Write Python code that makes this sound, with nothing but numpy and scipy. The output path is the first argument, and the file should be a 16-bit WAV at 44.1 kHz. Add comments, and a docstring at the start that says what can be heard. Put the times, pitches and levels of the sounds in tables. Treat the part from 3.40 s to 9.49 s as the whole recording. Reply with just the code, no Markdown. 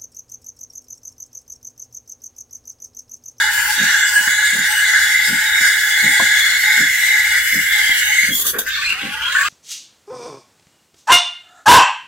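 """Close to a stereo microphone on a kitchen counter, a steam wand heats milk in a steel pitcher.
From the start, collapsing steam bubbles ring the pitcher (squeal) and hiss as coloured noise (fizz).
A hum (a sine) lies beneath; the pump burrs every three quarters of a second, and struck modes make knocks.
Near the end the tip comes out of the milk: jet noise in bright puffs, with a sputter from the surface.
Then it dips back and gurgles in the froth: swooping resonances, rising bubbles and climbing tones."""
import sys
import numpy as np
from scipy import signal
from scipy.fft import rfft, irfft
from scipy.io import wavfile

SR = 44100
rng = np.random.default_rng(int(sys.argv[2]) if len(sys.argv) > 2 else 0)


def transcribe(signal):
    """Save signal, clipped to [-1, 1], as a 16-bit WAV file at the path in sys.argv[1]."""
    frames = np.atleast_2d(signal).T
    limited = np.clip(frames, -1, 1)
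    pcm = np.round(limited * 32767).astype(np.int16)
    wavfile.write(sys.argv[1], SR, pcm)


N = 268392
TIME = np.arange(N) / SR  # s
FRAME, HOP = 2048, 512  # samples
HZ = np.fft.rfftfreq(FRAME, 1 / SR)
FRAME_TIME = np.arange(-(-N // HOP) + 1) * HOP / SR  # s


def squeal():
    """Steam bubbles collapse in the milk and ring the pitcher's resonances."""
    # how each layer answers the tip: level_db, warming_db_per_s, lowered_db, shallow_db, deep_db
    # rows: lower squeal, upper squeal, lower overtones, upper overtones, churning, lowest ring
    squeal_response = [ (-17, -1.28, -1.5, -4, 8), (-24.5, 2.5, -6, -3.8, 1.1), (-32.5, -1, 6.5, 5.5, -1),
                       (-27.5, 0.5, -7, -15.5, 0.3), (-42, -9.5, -3, 9.5, -28), (-37, -4, -3, -2, 1), ]
    # resonances of the filled pitcher: pitch_hz, width_hz, relative_level_db
    lowest_ring = [(850.3, 20.4, 0)]
    lower_modes = [(1458, 72, -5.5), (1577, 96, 0.5), (1673.4, 35.6, 5), (1795, 13.7, 3.5)]  # pitch before tuning
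    upper_modes = [(1836, 145, -8.5), (1949, 49, -2), (2048, 27, 4), (2096, 13, 3), (2160, 32, -1),
                   (2256, 37, -10.5)]  # pitch before tuning
    lower_overtone_modes = [(2500, 260, -5), (2787, 46, 2), (2926, 49, 9), (3190, 59, -4.5),
                            (3150, 50, -1.5)]
    upper_overtone_modes = [(3418, 71, 1.5), (3567, 114, -8), (3738, 64, -1.5), (3875, 125, -7.5),
                            (4254, 240, -14.5)]
    # spectrum of the churning milk: frequency_hz, relative_density_db
    churn_colour = [(400, -14.5), (750, -14), (900, 12), (1050, 9), (1300, -16), (1700, -43), (3000, -60)]

    lower, upper, lower_overtones, upper_overtones, churn, lowest = submerged(squeal_response)
    tuning = 0.999 + 0.0028 * FRAME_TIME[:, None]  # pitch factor, rises a little as the milk warms
    drive = collapses(per_s=60, decay_s=0.0055, depth=0.21)
    out = lower * turbulence(resonances(lower_modes, tuning), drive)
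    out += upper * turbulence(resonances(upper_modes, tuning), drive)
    out += lower_overtones * turbulence(resonances(lower_overtone_modes), drive)
    out += upper_overtones * turbulence(resonances(upper_overtone_modes), drive, patchy_db=3.5)
    out += lowest * turbulence(resonances(lowest_ring), drive)
    return out + flares(drive) + churn * turbulence(spectrum(churn_colour), drive)


def flares(drive):
    """Now and then one resonance of the pitcher catches and swells above the rest."""
    # flaring resonances: middle_s, length_s, pitch_hz, level_db
    flare_table = [(.08, 0.25, 856, -32.5), (0.196, 0.17, 1660, -18), (0.296, 0.16, 845, -33),
                   (0.507, 0.76, 5970, -32), (0.644, 0.18, 7500, -27), (0.766, 0.095, 8500, -26),
                   (0.776, 0.13, 1657, -15), (1.33, 0.13, 847, -29.5), (1.367, 0.3, 8200, -30.5),
                   (1.394, 0.14, 2930, -26.5), (1.416, 0.12, 1660, -18), (1.516, 0.26, 2000, -21),
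                   (1.76, .22, 2044, -15.5), (2.04, 0.62, 867, -40.5), (2.182, 0.15, 2095, -16),
                   (2.7, 0.42, 8660, -31.5), (2.757, 0.76, 837, -36), (2.982, 0.39, 3440, -23.5),
                   (3.318, 0.27, 843, -35), (3.68, 0.29, 2074, -18), (3.826, 0.5, 855, -42),
                   (4.346, .22, 3440, -26), (4.446, 0.38, 836, -41.5), (4.502, 0.4, 3225, -25),
                   (4.645, 0.36, 2930, -24.5), (4.716, 0.19, 837, -39), (4.777, 0.49, 6460, -28)]
    width_share = 0.035  # width of a resonance as a share of its frequency
    colour, power = 1e-15, 0
    for middle, length, hz, db in flare_table:
        shape = amp(db + resonances([(hz, width_share * hz, 0)]))
        swelling = shape * swell(FRAME_TIME[:, None], middle, length)
        colour += swelling ** 2 / hz  # evens out the wider resonances of high pitches
        power += (amp(db) * swell(TIME, middle, length)) ** 2
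    return np.sqrt(power) * turbulence(10 * np.log10(colour), drive)


def steam():
    """The smallest bubbles fizz and spit over the steady hiss of the nozzle."""
    # how each layer answers the tip: level_db, warming_db_per_s, lowered_db, shallow_db, deep_db
    # rows: fizz, nozzle hiss, shrill ring, ring of the deep tip
    steam_response = [ (-27.5, .4, -2.5, 2.2, 3.5), (-36, 1.31, -.5, 7.5, 3), (-33.5, 0.56, -23, -23, 2.5),
                      (-43.5, -1.5, -11, -10, 24.5), ]
    # spectra: frequency_hz, relative_density_db
    fizz_colour = [(600, -71), (1400, -36), (2500, -10.5), (4000, 0), (4900, 3), (5600, 0.5), (6400, 1.5),
                   (7700, 3.5), (8400, 1.5), (9300, -3.5), (10300, -2), (12000, -8.5), (16000, -8)]
    nozzle_colour = [(3000, -46), (8000, -4.5), (10500, 1), (12500, 5), (13700, 6), (15600, 3)]
    # rings of the smallest bubbles and of the deep tip: pitch_hz, width_hz, relative_level_db
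    shrill_ring = [(7000, 370, 0)]
    deep_ring = [(4940, 440, 0)]

    fizz, hiss, shrill, deep = submerged(steam_response)
    drive = collapses(per_s=26, decay_s=0.014, depth=0.52)
    drive = drive * collapses(per_s=430, decay_s=0.00015, depth=0.62)
    out = fizz * turbulence(spectrum(fizz_colour), drive, patchy_db=1.8)
    out += hiss * turbulence(spectrum(nozzle_colour), drive, patchy_db=1.1)
    out += shrill * turbulence(resonances(shrill_ring), drive)
    return out + deep * turbulence(resonances(deep_ring), drive)


def submerged(responses):
    """Gain of each layer while the tip is under the milk: it follows the warmth and the depth of the tip."""
    # the hand bobs the pitcher: middle_s, length_s, tip_depth (about -1 shallow to 1 deep, no unit)
    bobs = [(0.224, 0.38, -0.98), (0.79, 0.29, -1.16), (1.356, 0.25, -0.52), (1.608, 0.37, 0.45),
            (1.963, 0.36, -0.29), (2.27, .23, 0.76), (2.41, 0.27, -0.2), (2.764, 0.13, 0.47),
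            (2.972, 0.75, 0.31), (3.215, 0.14, -0.9), (3.377, 0.52, 0.66), (3.543, 0.23, -0.64),
            (3.976, 0.13, 0.8), (4.103, 0.42, -0.42), (4.426, 0.43, 0.42), (4.66, 0.15, 0.23)]
    lowering_s, surfacing_s, fade_s = 3.2, 4.89, 0.041  # slowly lowered until the tip comes out
    wander_db = 1.3  # rms; the swirling milk sways every layer

    t = FRAME_TIME
    depth = sum(size * swell(t, middle, length) for middle, length, size in bobs)
    shallow, deep = np.maximum(-depth, 0), np.maximum(depth, 0)
    lowered = np.clip((t - lowering_s) / (surfacing_s - lowering_s), 0, 1)
    under = np.exp(-np.maximum(t - surfacing_s, 0) / fade_s)
    gains = []
    for db, warming_db, lowered_db, shallow_db, deep_db in responses:
        steered = db + warming_db * t + lowered_db * lowered
        steered = steered + shallow_db * shallow + deep_db * deep
        swayed = steered + wander_db * drift(t.shape, 2.8)
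        gains.append(np.interp(TIME, t, under * amp(swayed)))
    return gains


def free_jet():
    """Out of the milk the jet hisses brightly and blows a sputtering hollow in the surface."""
    # puffs into the air: start_s, attack_s, length_s, level_db
    jet_blasts = [(4.901, 0.054, 0.12, -19.5), (5.037, 0.033, .062, -17.5), (5.1, .01, .13, -39),
                  (5.184, .003, 0.011, -19)]
    # the jet digs into the milk: start_s, length_s, hollow_level_db, sputter_level_db
    splashes = [(4.97, 0.085, -46.5, -38.5), (5.041, 0.068, -43, -33), (5.126, 0.063, -31.5, -26),
                (5.193, 0.075, -47.5, -37.5)]
    # spectrum of the jet: frequency_hz, relative_density_db
    jet_colour = [(800, -24.5), (2400, -21.5), (3400, 0), (4300, -11), (5200, -13.5), (6200, -5),
                  (8500, -8.5), (11000, -4.5), (12000, -7), (13700, 1.5), (14400, -4), (15400, -0.5),
                  (16000, -23)]
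    # resonances of the hollow and of the sputter: pitch_hz, width_hz, relative_level_db
    hollow_modes = [(367, 240, -5), (458, 76, 1), (650, 72, -12)]
    sputter_modes = [(1130, 110, -4.5), (1520, 240, 1), (1810, 310, -5), (2130, 160, -16)]

    jet = sum(amp(db) * blast(start, attack, length) for start, attack, length, db in jet_blasts)
    hollow, sputter = np.zeros(N), np.zeros(N)
    for start, length, hollow_db, sputter_db in splashes:
        puff = blast(start, 0.023, length)
        hollow += amp(hollow_db) * puff
        sputter += amp(sputter_db) * puff
    drive = collapses(per_s=96, decay_s=0.003, depth=1.0)
    out = jet * turbulence(spectrum(jet_colour), drive, patchy_db=3)
    out += hollow * turbulence(resonances(hollow_modes), drive)
    return out + sputter * turbulence(resonances(sputter_modes), drive, patchy_db=4)


def froth():
    """Back in the froth the tip gurgles, rasps and fizzes, and a set of rings climbs as it sinks deeper."""
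    # levels before the trims below: time_s, rasp_db, fizz_db
    froth_levels = [(5.27, -40, -39), (5.312, -28, -42.5), (5.488, -25, -42), (5.504, -19, -36.5),
                    (5.552, -29, -46), (5.8, -31, -46), (5.844, -25, -44), (6.02, -32.5, -34.5),
                    (6.08, -24, -36.5)]
    # the tip gulps: start_s, attack_s, length_s, level_db
    gulps = [(5.26, .005, .2, -25), (5.468, 0.031, 0.35, -30.5), (5.803, 0.042, 0.15, -24.5),
             (5.949, .004, 0.079, -17), (6.03, .03, 0.068, -25)]
    # the resonances swoop as the pitcher is moved: time_s, pitch_factor (no unit)
    froth_tuning = [(5.26, 1.07), (5.34, 1.11), (5.47, 1.01), (5.56, 0.89), (5.72, 1), (5.9, 0.97),
                    (5.96, 1.09), (6.09, 0.96)]
    # resonances before tuning: pitch_hz, width_hz, relative_level_db
    gurgle_modes = [(1140, 95, -10), (1470, 79, 5), (1650, 90, 4.5), (2090, 210, -6)]
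    rasp_modes = [(2160, 100, -9), (2420, 70, 12.5), (2690, 250, 9), (3050, 420, 8.5), (3940, 710, -3)]
    # spectrum of the fizz: frequency_hz, relative_density_db
    froth_colour = [(900, -34), (2000, -7), (4600, 4.5), (6000, 5), (7500, 1.5), (9000, -2.5),
                    (12000, -5.5), (13700, -2), (15600, -9)]
    # main ring as the pitcher is lifted: time_s, pitch_hz, level_db
    glide = [(5.48, 778, -65), (5.54, 796, -48.5), (5.719, 817, -40), (5.822, 918, -41), (5.93, 1063, -38),
             (6.0, 1124, -25.5), (6.061, 1172, -21.5), (6.09, 1245, -33)]

    rasp, fizz = levels(froth_levels)
    gurgle = sum(amp(db) * blast(start, attack, length) for start, attack, length, db in gulps)
    tuning = follow(froth_tuning)[0]
    drive = collapses(per_s=80, decay_s=0.0041, depth=1.3)
    gurgling = turbulence(resonances(gurgle_modes, tuning), drive, patchy_db=3.5)
    gurgling = gurgling + .45 * bubbles(1350, 2050, count=350)
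    rasping = turbulence(resonances(rasp_modes, tuning), drive, patchy_db=4.5)
    rasping = rasping + .5 * bubbles(2100, 3500, count=350)
    fizzing = turbulence(spectrum(froth_colour), drive, patchy_db=3.5)
    out = gurgle * gurgling + amp(0.5) * rasp * rasping + amp(7.5) * fizz * fizzing

    s, hz, db = np.transpose(glide)
    pitch, level = np.interp(TIME, s, hz), levels(np.c_[s, db])[0]
    out += level * (whistle(pitch) + amp(-2.5) * whistle(1.37 * pitch))
    return out + amp(-36) * np.sqrt(level) * whistle(.585 * pitch)  # the lowest ring swells less


def bubbles(low_hz, high_hz, count):
    """Bubbles in the froth ring briefly, each rising in pitch as it nears the surface."""
    out, t = np.zeros((2, N)), TIME[:SR // 15]
    for when, pitch, size, place in rng.random((count, 4)):
        hz = low_hz * (high_hz / low_hz) ** pitch
        envelope = amp(12 * size) * (np.exp(-t / .016) - np.exp(-t / .002))
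        blip = envelope * np.exp(2j * np.pi * hz * t * (1 + .9 * t))
        add(out[0], when * TIME[-1], blip.real)
        add(out[1], when * TIME[-1], (blip * np.exp(2j * (place - .5))).real)  # phase places it
    return evened(out)


def squeaks():
    """Single pockets of steam oscillate for a moment."""
    # brief squeals: start_s, length_s, pitch_hz, level_db
    squeak_table = [(0.877, 0.0055, 1640, -12), (2.25, 0.025, 1600, -15), (4.691, 0.17, 2157, -18.5),
                    (4.898, 0.073, 3320, -20.5), (5.046, 0.015, 1170, -28.5), (5.263, 0.024, 1597, -26),
                    (5.381, 0.044, 1130, -37), (5.445, 0.04, 4180, -25.5), (5.47, 0.048, 2755, -25),
                    (5.825, 0.078, 3230, -23), (5.949, 0.0094, 1484, -8)]
    out = np.zeros(N)
    for s, length, hz, db in squeak_table:
        count = int(length * SR)
        tone = whistle(np.full(count, float(hz)))
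        add(out, s, amp(db) * tone * signal.windows.tukey(count, .4))
    return out


def knocks():
    """The hand-held pitcher is bumped against the wand; hand and milk damp its ring."""
    # dull knocks: start_s, peak_db, brightness_db_per_octave
    knock_table = [(0.803, -33, -3), (0.873, -30, -3), (2.207, -30.5, -4.5), (2.798, -11, 7.5),
                   (2.82, -20.5, -3.5), (4.494, -25.5, 0), (4.831, -32, -6), (5.186, -23.5, 3)]
    # modes of the pitcher: pitch_hz, level_db (before brightness), t60_s
    knock_modes = [(173, 1, 0.15), (233, 6.5, 0.09), (324, 3, 0.13), (408, -18, .08), (540, 0.5, 0.14),
                   (685, 3, 0.071), (697, -4, 0.17), (873, 5.5, 0.056), (947, 5, 0.04), (1057, 5.5, 0.073),
                   (1110, -15, .05)]
    out = np.zeros(N)
    for s, db, tilt_db in knock_table:
        add(out, s, amp(db) * ring(knock_modes, tilt_db))
    return out


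def machine():
    """The pump's piston pushes the casing once a mains cycle, in short bursts; a low hum goes on."""
    # modes of the casing: pitch_hz, relative_level_db, t60_s
    pump_modes = [(156, -7.5, 0.099), (199.4, -4.5, 0.1), (244, -6.5, 0.099), (290.4, -5.5, 0.089),
                  (360, 2, 0.017), (495, -12, 0.047), (544, -8, 0.051)]
    # the piston starts up and coasts down, one value a stroke: relative_level_db
    pump_strokes_db = [-9.5, -1, -1, -3, -14, -16.5]
    first_s, period_s, pump_db = .381, .748, -24.5
    mains_hz, hum_hz, jitter_s = 60, 59.3, 0.00164

    out, push = np.zeros(N), ring(pump_modes, attack_s=0.0039)
    for start in np.arange(first_s, TIME[-1], period_s):
        for stroke, db in enumerate(pump_strokes_db):
            # no two strokes ring quite alike
            rattle = 0.62 * push + 0.8 * ring(pump_modes, attack_s=0.015)
            when = start + stroke / mains_hz + jitter_s * rng.standard_normal()
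            add(out, when, amp(pump_db + db) * rattle)
    return out + amp(-55.5) * np.sqrt(2) * np.sin(2 * np.pi * hum_hz * TIME)


def room():
    """The low rumble of the kitchen, as steady coloured noise."""
    # spectrum of the room: frequency_hz, relative_density_db
    room_colour = [(15, -16), (35, -6), (50, -4), (73, 9), (88, -3.5), (120, -7.5), (170, -13), (300, -15),
                   (700, -22.5), (2000, -47), (16000, -50)]
    return amp(-50.5) * turbulence(spectrum(room_colour))


def kitchen(x, wet_db, t60):
    """Adds a short tail of sparse reflections, different in each channel."""
    t = TIME[:SR // 2]
    sparse = rng.random((2, len(t))) < 2000 / SR
    tail = rng.standard_normal((2, len(t))) * sparse * amp(-60 * t / t60) * (t > .003)
    wet = signal.fftconvolve(x[None], tail / np.linalg.norm(tail[0]), axes=1)[:, :N]
    return x + amp(wet_db) * wet


def turbulence(colour_db, drive=1, patchy_db=0):
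    """Driven noise in a colour; shifting reflections ripple it finely and the swirling milk in patches."""
    # likeness of the two microphone channels: frequency_hz, likeness (0 to 1, no unit)
    likeness = [(60, .96), (300, .94), (800, .82), (1500, .74), (2100, .62), (3200, .38), (5000, .12),
                (8000, .08), (15000, .03)]
    # depth of the reflections' comb: frequency_hz, depth_db
    ripple_depth = [(1000, 2), (2200, 1.8), (3200, 3.6), (16000, 3.3)]
    # delay of the left channel as the pitcher moves to the right: time_s, delay_samples
    left_lag = [(0, 0), (3.2, 0), (4.2, 1.8), (4.8, 3), (5.3, 3), (5.8, 2)]

    noise = rng.standard_normal((2, N)) * drive
    z = signal.stft(noise, nperseg=FRAME, noverlap=FRAME - HOP)[2].transpose(0, 2, 1)
    patches = drift(z.shape[1:], 7, 18)  # frames, bins
    ripples = drift(z.shape, 0, 15, 3.2)  # channels, frames, bins
    gain = amp(colour_db + patchy_db * patches + spectrum(ripple_depth) * ripples)
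    # each frame's gain is evened, so that colour leaves the level alone
    mid, side = z * gain / np.linalg.norm(gain, axis=2, keepdims=True)
    same = np.clip(spectrum(likeness), 0, 1)
    side = side * np.sqrt((1 - same) / (1 + same))
    left = (mid + side) * np.exp(-2j * np.pi * HZ * follow(left_lag)[0] / SR)
    stereo = np.array([left, mid - side]).transpose(0, 2, 1)
    x = signal.istft(stereo, nperseg=FRAME, noverlap=FRAME - HOP)[1][:, :N]
    return x / np.std(x.mean(0))


def collapses(per_s, decay_s, depth):
    """Envelope of bubble clouds that implode at once and die away."""
    kicks = (rng.random(N) < per_s / SR) * rng.uniform(.3, 1.7, N)
    dying = signal.lfilter([1], [1, -np.exp(-1 / (decay_s * SR))], kicks)
    return np.sqrt(1 + depth * dying)


def whistle(hz):
    """A tone whose pitch and strength are shaken by the bubbles."""
    shaken = hz + .9 * np.sqrt(hz) * drift(hz.shape, 200)
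    flutter = amp(3 * drift(hz.shape, 450) - 1)
    return np.sqrt(2) * flutter * np.sin(2 * np.pi * np.cumsum(shaken) / SR)


def ring(modes, tilt_db=0, attack_s=0.00043):
    """A struck body's dying modes, peak 1."""
    t, x = TIME[:SR // 3], 0
    for hz, db, t60 in modes:
        decay = amp(db + tilt_db * np.log2(hz) - 60 * t / t60)
        x = x + decay * np.sin(2 * np.pi * (hz * t + rng.random()))
    x = x * (1 - np.exp(-t / attack_s))
    return x / abs(x).max()


def blast(start, attack, length):
    """Envelope of a puff of steam: attack, hold, release."""
    release = np.exp(-np.maximum(TIME - start - length, 0) / 0.016)
    return np.clip((TIME - start) / attack, 0, 1) * release


def swell(t, middle, length):
    """A smooth rise and fall, peak 1."""
    return np.cos(np.pi * np.clip((t - middle) / length, -.5, .5)) ** 2


def resonances(modes, tuning=1):
    """Spectrum in dB of steep-sided resonances, their pitch scaled by tuning."""
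    power = 0
    for hz, width, db in modes:
        power = power + amp(db) ** 2 / (1 + 2 * ((HZ - hz * tuning) / width) ** 2) ** 2
    return 10 * np.log10(power)


def spectrum(points):
    """Joins (Hz, value) points on a log-frequency axis."""
    hz, value = np.transpose(points)
    return np.interp(np.log(HZ + 1), np.log(hz + 1), value)


def drift(shape, *spans):
    """Smooth random field of rms 1, alike over the given span of steps along each axis."""
    field = rng.standard_normal(shape)
    for axis, span in enumerate(spans):
        along = np.moveaxis(field, axis, -1)
        blur = np.exp(-(np.pi * span * np.fft.rfftfreq(shape[axis])) ** 2 / 2)
        field = np.moveaxis(irfft(rfft(along) * blur, shape[axis]), -1, axis)
    return evened(field)


def levels(table):
    """One gain curve for each dB column, fading out beyond the table's ends."""
    s, *columns = np.transpose(table)
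    outside = np.maximum(np.maximum(s[0] - TIME, TIME - s[-1]), 0)
    return [amp(np.interp(TIME, s, db)) * np.exp(-outside / 0.019) for db in columns]


def follow(table):
    """Each column of a time table, read once a frame."""
    s, *columns = np.transpose(table)
    return [np.interp(FRAME_TIME, s, column)[:, None] for column in columns]


def add(mix, s, sound):
    """Mixes a sound in at time s."""
    part = mix[max(round(s * SR), 0):][:len(sound)]
    part += sound[:len(part)]


def amp(db):
    """Decibels to gain."""
    return 10 ** (np.asarray(db) / 20)


def evened(x):
    """Scales to rms 1."""
    return x / np.sqrt(np.mean(x ** 2) + 1e-20)


def scene():
    """Steam and milk close in front, the machine and the room beneath."""
    milk = squeal() + steam() + free_jet() + froth()
    milk = milk + kitchen(squeaks(), wet_db=-3.5, t60=0.18)
    return milk + kitchen(machine() + knocks(), wet_db=-11.0, t60=0.2) + room()


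def record(dry):
    """Peaks are rounded off near full scale; then the band is limited."""
    limited = dry / (1 + dry ** 8) ** (1 / 8)
    edge_hz = 15850
    lowpass = signal.firwin(401, edge_hz, window=("kaiser", 9), fs=SR)
    return signal.oaconvolve(limited, lowpass[None], "same")


dry = scene()
out = record(dry)
transcribe(out)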